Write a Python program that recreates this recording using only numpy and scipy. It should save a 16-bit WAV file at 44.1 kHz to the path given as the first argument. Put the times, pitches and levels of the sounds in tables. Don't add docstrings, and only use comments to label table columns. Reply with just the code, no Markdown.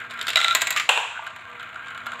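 import sys
import numpy as np
from scipy import signal
from scipy.fft import rfft, irfft, next_fast_len
from scipy.io import wavfile
from scipy.ndimage import uniform_filter1d, map_coordinates

SR = 44100
rng = np.random.default_rng(int(sys.argv[2]) if len(sys.argv) > 2 else 0)


def transcribe(signal):
    frames = np.atleast_2d(signal).T
    limited = np.clip(frames, -1, 1)
    pcm = np.round(limited * 32767).astype(np.int16)
    wavfile.write(sys.argv[1], SR, pcm)


def volts_from_decibels(level):
    exponent = np.asarray(level, float) / 20
    return 10 ** exponent


N = 97020


# freq_hz [Hz], density_db [dB per Hz]
CHUTE_COLOUR = [(120, -76), (200, -78), (630, -5.5), (1210, -7), (1350, -4.5), (1680, 2.5), (3890, 6),
                (4750, -14), (15500, -25.5)]
# centre_hz [Hz], width_hz [Hz], boost_db [dB]
CHUTE_MODES = [(643, 37, 11.2), (804, 52, 8.9), (1368, 56, 12.5), (1544, 30, 4.5), (2052, 81, 9.9),
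               (2380, 110, 6.6), (3600, 200, 1.7), (3850, 250, 6.3), (7390, 1600, 16.2)]
# freq_hz [Hz], density_db [dB per Hz]
TAP_COLOUR = [(200, -43), (700, -1.5), (1500, 1.5), (3800, -3), (5500, -28), (10500, -28), (15500, -52)]
# centre_hz [Hz], width_hz [Hz], boost_db [dB]
FUNNEL_MODES = [(1302, 30, 7.4), (1380, 55, 12.9), (1478, 98, 8.5), (1600, 27, 15.3), (2196, 43, 4.8),
                (2950, 88, 6.2), (7240, 930, 18.8)]


def track_ticks():
    # start_s [s], level_db [dB peak], ping_db [dB]
    hits = [(0.002, -33.5, -50), (0.048, -44, -60), (0.101, -36, -62), (0.109, -25.5, -67),
            (0.117, -34, -60), (0.138, -35, -46), (0.175, -35, -50), (0.192, -27, -54), (0.213, -15.5, -40),
            (0.227, -23, -30), (0.25, -51, -51), (0.269, -15, -38), (0.282, -13.5, -39),
            (0.291, -13.5, -23), (0.303, -12.5, -30), (0.333, -16.5, -48)]
    # freq_hz [Hz], density_db [dB per Hz]
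    colour = [(120, -107), (200, -14), (677, -6.5), (1110, -12), (1510, 3.5), (3610, 5.5), (6020, -14.5),
              (7350, -10.5), (15500, -25)]
    # centre_hz [Hz], width_hz [Hz], boost_db [dB]
    modes = [(1440, 220, 8.5), (2220, 58, 4), (3830, 600, 4.5), (7300, 540, 10)]
    return knocks(hits, colour, modes, shake_s=0.061, rise_s=0.00039, wet_db=-9.0, sharp_db=4)


def chute_rattle():
    # start_s [s], level_db [dB peak], ping_db [dB]
    hits = [(0.358, 0, -21), (0.3705, -7, -27), (0.3755, -6, -42), (0.389, -15, -48), (0.403, -13, -34),
            (0.4147, -9, -38), (0.429, -16, -49), (0.436, -18, -49), (0.445, -5, -29), (0.459, -18, -50),
            (0.4825, -8, -41), (0.498, -21, -50), (0.51, -10, -43), (0.527, -20, -34)]
    return knocks(hits, CHUTE_COLOUR, CHUTE_MODES, shake_s=0.033, rise_s=0.00066, wet_db=-10.0, sharp_db=0.5)


def ramp_bounces():
    # start_s [s], level_db [dB peak], ping_db [dB]
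    hits = [(0.55, -3, -8.5), (0.568, -17.5, -37), (0.577, -26, -54), (0.61, -15, -50), (0.618, -6, -26),
            (0.626, -24, -52), (0.637, -29, -62), (0.671, -10, -46), (0.725, -17, -55), (0.738, -28, -55),
            (0.706, -11, -12.5)]
    # freq_hz [Hz], density_db [dB per Hz]
    colour = [(120, -56), (200, -17), (1980, 2.5), (3820, -4), (5910, -21.5), (7350, -3.5), (10200, -28),
              (12900, -17.5), (15500, -21.5)]
    # centre_hz [Hz], width_hz [Hz], boost_db [dB]
    modes = [(665, 47, 9.9), (1010, 62, 9.2), (1590, 210, 4.7), (1958, 50, 10.1), (2184, 49, 9.9),
             (2580, 200, 6.4), (3974, 220, 9.9), (6860, 1500, 5.1)]
    return knocks(hits, colour, modes, shake_s=0.086, rise_s=0.00033, wet_db=-9, sharp_db=8.5)


def lip_clips():
    # start_s [s], level_db [dB peak], ping_db [dB]
    hits = [
        (0.763, -11.5, -60),
        (0.773, -10.5, -59),
        (0.781, -20.5, -51),
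        (0.798, -10, -55),
    ]
    # freq_hz [Hz], density_db [dB per Hz]
    colour = [(180, -50), (300, -30), (968, -16), (1180, -10), (2250, 3), (4650, -13), (7250, -22.5),
              (15500, -29.5)]
    # centre_hz [Hz], width_hz [Hz], boost_db [dB]
    modes = [(1200, 200, 7.7), (2000, 70, 1.7), (7200, 560, 15.7)]
    return knocks(hits, colour, modes, shake_s=0.084, rise_s=0.00054, wet_db=-8.0, sharp_db=1)


def truck_bed_drop():
    # [dB, low body share]
    hits = [
        (.891, 1.5, -37, 8.5),
        (.8938, 6, -49, 4),
        (.9, -9, -60, -4),
        (.911, -27, -55, -13),
        (.9755, -2.5, -55, 12),
        (1.016, -33, -60, 20),
    ]
    # freq_hz [Hz], density_db [dB per Hz]
    colour = [(120, -51), (200, -50), (858, -3), (1650, -8), (2850, -3), (3610, -2.5), (4920, -24),
              (7480, -23.5), (15500, -30)]
    # centre_hz [Hz], width_hz [Hz], boost_db [dB]
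    modes = [(477, 170, 13), (830, 180, 1.9), (1070, 110, 2.9), (1616, 220, 8.2), (2500, 230, 9.3),
             (2727, 130, 8.8), (2860, 150, 2.9), (3180, 200, 4.2), (7430, 1200, 16)]
    return knocks(hits, colour, modes, shake_s=0.034, rise_s=0.00071, wet_db=-2.5, sharp_db=4.5)


def wall_toks():
    # start_s [s], level_db [dB peak], pitch_hz [Hz]
    contacts = [(0.372, -11, 1380), (0.431, -18.5, 1380), (0.459, -17, 1420), (0.392, -11.5, 1390),
                (0.402, -22, 1370), (0.438, -34, 1400), (0.482, -28, 1370), (0.495, -24, 1450),
                (0.513, -14, 1410), (0.53, -17, 1400), (0.762, -14, 1200), (0.801, -22, 1200),
                (.4455, -3, 3850), (0.482, -1, 3700), (.5105, -7, 3850), (.7985, -19, 2150),
                (0.8915, 8, 2920), (1.6, -24, 3250), (.8925, -20.5, 708), (0.359, -5, 5170),
                (.377, -11, 1410), (2.066, -32.5, 710), (.894, -6, 970), (.975, -4, 938), (1.001, -11, 940),
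                (1.049, -23, 1020), (1.144, -28, 1540), (1.156, -20, 1520), (1.269, -20, 1600),
                (1.166, -17.5, 1470), (1.175, -13, 1500), (1.193, -19, 914), (1.76, -20.5, 1426),
                (2.13, -20, 1520)]
    rise_s, cycles_to_60_db, wet_db = 0.0013, 25, -9.5
    out, t = np.zeros(N + SR), np.arange(SR // 10) / SR
    for start_s, level_db, pitch_hz in contacts:
        decay = volts_from_decibels(level_db + 4.5 - 60 * t * pitch_hz / cycles_to_60_db)
        tok = decay * (1 - np.exp(-t / rise_s)) * np.sin(2 * np.pi * pitch_hz * t)
        out[round(start_s * SR):][:len(t)] += tok
    return (out + volts_from_decibels(wet_db) * room(out)[:len(out)])[:N]


def funnel_bumps():
    # start_s [s], level_db [dB peak], ping_db [dB]
    hits = [(1.241, -37, -41), (1.266, -20, -39), (1.275, -23, -56), (1.305, -29, -65), (1.362, -26, -41),
            (1.41, -39, -61), (1.498, -43, -51), (1.596, -26.5, -57), (1.607, -30, -57), (1.629, -28, -43),
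            (1.692, -35, -58), (1.757, -30, -62), (1.871, -32, -63), (1.882, -29.5, -60), (1.905, -31, -55),
            (1.948, -29, -53), (1.977, -26.5, -45), (2.06, -23, -50), (2.066, -19.5, -34),
            (2.119, -23, -52), (2.135, -28.5, -48), (2.194, -29.5, -44)]
    return knocks(hits, TAP_COLOUR, FUNNEL_MODES, shake_s=0.066, rise_s=0.0005, wet_db=-9, sharp_db=4)


def knocks(hits, colour, modes, shake_s, rise_s, wet_db, sharp_db):
    ball_hz, ball_t60_s, ball_db = 12650, 0.016, -6
    blow_peak = 4.5
    sharp_share = 0.5
    low_modes = signal.butter(1, 1800, fs=SR)
    dull = signal.butter(2, 4600, fs=SR)
    out, t = np.zeros(N + 2 * SR), np.arange(SR // 10) / SR
    ring = body(colour, modes)
    low_ring = signal.lfilter(*low_modes, signal.lfilter(*low_modes, ring))
    for start_s, level_db, ping_db, *low_db in hits:
        part = ring + (volts_from_decibels(sum(low_db)) - 1) * low_ring
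        noise = rng.standard_normal(len(t)) * (1 - np.exp(-t / rise_s))
        noise[round(rise_s * SR)] = blow_peak
        soft = signal.lfilter(*dull, noise)
        sharp = volts_from_decibels(sharp_db) * (noise - soft)
        shake = soft * volts_from_decibels(-60 * t / shake_s) + sharp * volts_from_decibels(-60 * t / (sharp_share * shake_s))
        knock = signal.fftconvolve(shake, part)[:len(t)]
        knock = volts_from_decibels(level_db) * knock / np.abs(knock).max()
        phase = 2 * np.pi * ball_hz * rng.normal(1, 0.0045) * t + 0.053 * np.cumsum(noise)
        ping = np.sin(phase) * volts_from_decibels(ping_db + ball_db - 60 * t / ball_t60_s)
        blow = part * np.linalg.norm(knock) / np.linalg.norm(part)
        wet = room(blow + 0.3 * ping[:len(ring)])
        at = round((start_s - rise_s) * SR)
        out[at:][:len(t)] += knock + ping
        out[at:][:len(wet)] += volts_from_decibels(wet_db) * wet
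    return out[:N]


def chute_skid():
    now = np.arange(N) / SR
    sliding = uniform_filter1d(1.0 * (now > 0.388) * (now < 0.535), size=600)
    rub = volts_from_decibels(-34.5) * rumble(CHUTE_COLOUR, CHUTE_MODES)
    return sliding * (rub + volts_from_decibels(-29) * rumble(CHUTE_COLOUR, [(1362, 22, 40)]))


def large_funnel_roll():
    # time_s [s], level_db [dB]
    roll = [(0, -31.5), (.09, -39), (.2, -30.5), (.34, -40.5), (.6, -35.5), (.85, -43), (1.15, -34),
            (1.3, -43.5), (1.45, -40.5), (1.53, -40.5), (1.62, -35.5), (1.75, -38.5), (1.85, -37.5),
            (2.0, -38), (2.2, -43)]
    # freq_hz [Hz], density_db [dB per Hz]
    colour = [(150, -54), (250, -26), (690, -13), (1400, -2), (2200, 1), (3900, -15), (5200, -46),
              (15500, -35)]
    level = volts_from_decibels(np.interp(np.arange(N) / SR, *np.transpose(roll)) - 1.5)
    return level * (rumble(colour, FUNNEL_MODES) + volts_from_decibels(-17) * specks())


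def small_funnel_roll():
    # time_s [s], level_db [dB]
    roll = [(0, -47), (.3, -43), (.8, -43), (1.1, -39.5), (1.3, -36.5), (1.45, -41.5), (1.55, -42),
            (1.7, -45), (1.85, -43.5), (2.0, -44.5), (2.2, -38)]
    # freq_hz [Hz], density_db [dB per Hz]
    colour = [(150, -63), (250, -24.5), (690, -8.5), (1100, 2), (2200, -2), (3900, -13.5), (5200, -43.5),
              (15500, -40)]
    # centre_hz [Hz], width_hz [Hz], boost_db [dB]
    modes = [(623, 84, 8), (688, 66, 12.1), (970, 24, 10), (1073.5, 33, 12.5), (1183, 24, 14),
             (2060, 73, 3.3), (2450, 150, 7), (7130, 1600, 24)]
    return volts_from_decibels(np.interp(np.arange(N) / SR, *np.transpose(roll))) * rumble(colour, modes)


def specks():
    bursts = signal.fftconvolve(scattered(200, 6), volts_from_decibels(-np.arange(200) / 4))[:N]
    bursts = bursts * rng.standard_normal(N)
    return unit(signal.fftconvolve(bursts, body(TAP_COLOUR, FUNNEL_MODES[-1:]))[:N])


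def rumble(colour, modes):
    bumps = scattered(1500, 3, signs=(-1, 1))
    z = signal.stft(0.72 * unit(bumps) + rng.standard_normal(N), nperseg=512)[2]
    patches = uniform_filter1d(rng.standard_normal(z.shape), size=4, axis=0)
    patches = uniform_filter1d(patches, size=10, axis=1)
    drive = signal.istft(z * volts_from_decibels(1.1 * unit(patches)), nperseg=512)[1][:N]
    seam = volts_from_decibels(2.8 * wobble(150))
    wall = signal.fftconvolve(drive * seam, body(colour, modes))[:N]
    return unit(wall + volts_from_decibels(-9.5) * room(wall)[:N])


def scattered(count, spread_db, signs=(1,)):
    strength = volts_from_decibels(spread_db * np.minimum(rng.exponential(1, count), 3)) * rng.choice(signs, count)
    return np.bincount(rng.integers(0, N, count), strength, N)


def body(colour, modes):
    f = np.fft.rfftfreq(8192, 1 / SR)
    gain = volts_from_decibels(along(colour, f))
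    for centre_hz, width_hz, boost_db in modes:
        gain = gain * (1 + (volts_from_decibels(boost_db) - 1) / (1 + (2 * (f - centre_hz) / width_hz) ** 2))
    cepstrum = irfft(np.log(gain + 1e-5))
    cepstrum[1:len(f) - 1] *= 2
    cepstrum[len(f):] = 0
    h = irfft(np.exp(rfft(cepstrum)))[:len(f)]
    return h / np.linalg.norm(h)


def room(x):
    # freq_hz [Hz], t60_s [s]
    decay = [(300, 0.36), (1000, 0.51), (3000, 0.68), (7000, 0.65), (13000, 0.33)]
    hz, t, z = signal.stft(rng.standard_normal(SR // 2), SR, nperseg=256)
    tail = signal.istft(z * volts_from_decibels(-60 * t / along(decay, hz)[:, None]), SR, nperseg=256)[1]
    return signal.fftconvolve(np.pad(x, (300, 0)), tail / np.linalg.norm(tail))


def room_hum():
    # freq_hz [Hz], density_db [dB per Hz]
    colour = [(15, -67), (25, -18), (48, -12), (103, 1), (242, -12.5), (318, -10.5), (500, -13.5),
              (650, -66), (1100, -120)]
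    # pitch_hz [Hz], level_db [dB]
    mains = [(240, -64.5), (483, -62.5)]
    hum = volts_from_decibels(-55.5) * unit(filtered(rng.standard_normal(N), lambda hz: volts_from_decibels(along(colour, hz))))
    for pitch_hz, level_db in mains:
        level = volts_from_decibels(level_db + 2.5 + 4.1 * wobble(7.82))
        hum += level * np.sin(2 * np.pi * pitch_hz * np.arange(N) / SR)
    return hum


def unit(x):
    return x / np.sqrt(np.mean(x ** 2) + 1e-20)


def along(points, hz):
    f, v = np.transpose(points)
    return np.interp(np.log(hz + 1), np.log(f + 1), v)


def wobble(rate):
    knots = rng.standard_normal(int(N * rate / SR) + 4)
    return map_coordinates(knots, [np.arange(N) * rate / SR])


def filtered(x, response):
    m = next_fast_len(N + SR // 4)
    return irfft(rfft(x, m) * response(np.fft.rfftfreq(m, 1 / SR)), m)[..., :N]


def scene():
    run = track_ticks() + chute_rattle() + chute_skid() + ramp_bounces() + lip_clips() + truck_bed_drop()
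    circling = large_funnel_roll() + small_funnel_roll() + funnel_bumps()
    return (run + wall_toks() + circling + room_hum())[None]


def band_limit(x):
    return signal.sosfilt(signal.butter(12, 16650, fs=SR, output="sos"), x)


def record(dry):
    duck_s, duck_db, fall_s, back_s = 0.888, -6.5, 0.024, 0.55
    late = np.arange(N) / SR - duck_s
    falling = np.exp(np.minimum(late, 0) / fall_s)
    creeping_back = np.exp(-(late / back_s) ** 2)
    ducked = dry * volts_from_decibels(duck_db * np.where(late < 0, falling, creeping_back))
    overloaded = 0.93 * np.tanh(ducked / 0.93 + ducked ** 3 / 4)
    mix = filtered(overloaded, lambda hz: hz ** 2 / (hz ** 2 + 45 ** 2) / (1 + (hz / 15650) ** 80))
    return band_limit(mix)


dry = scene()
out = record(dry)
transcribe(out)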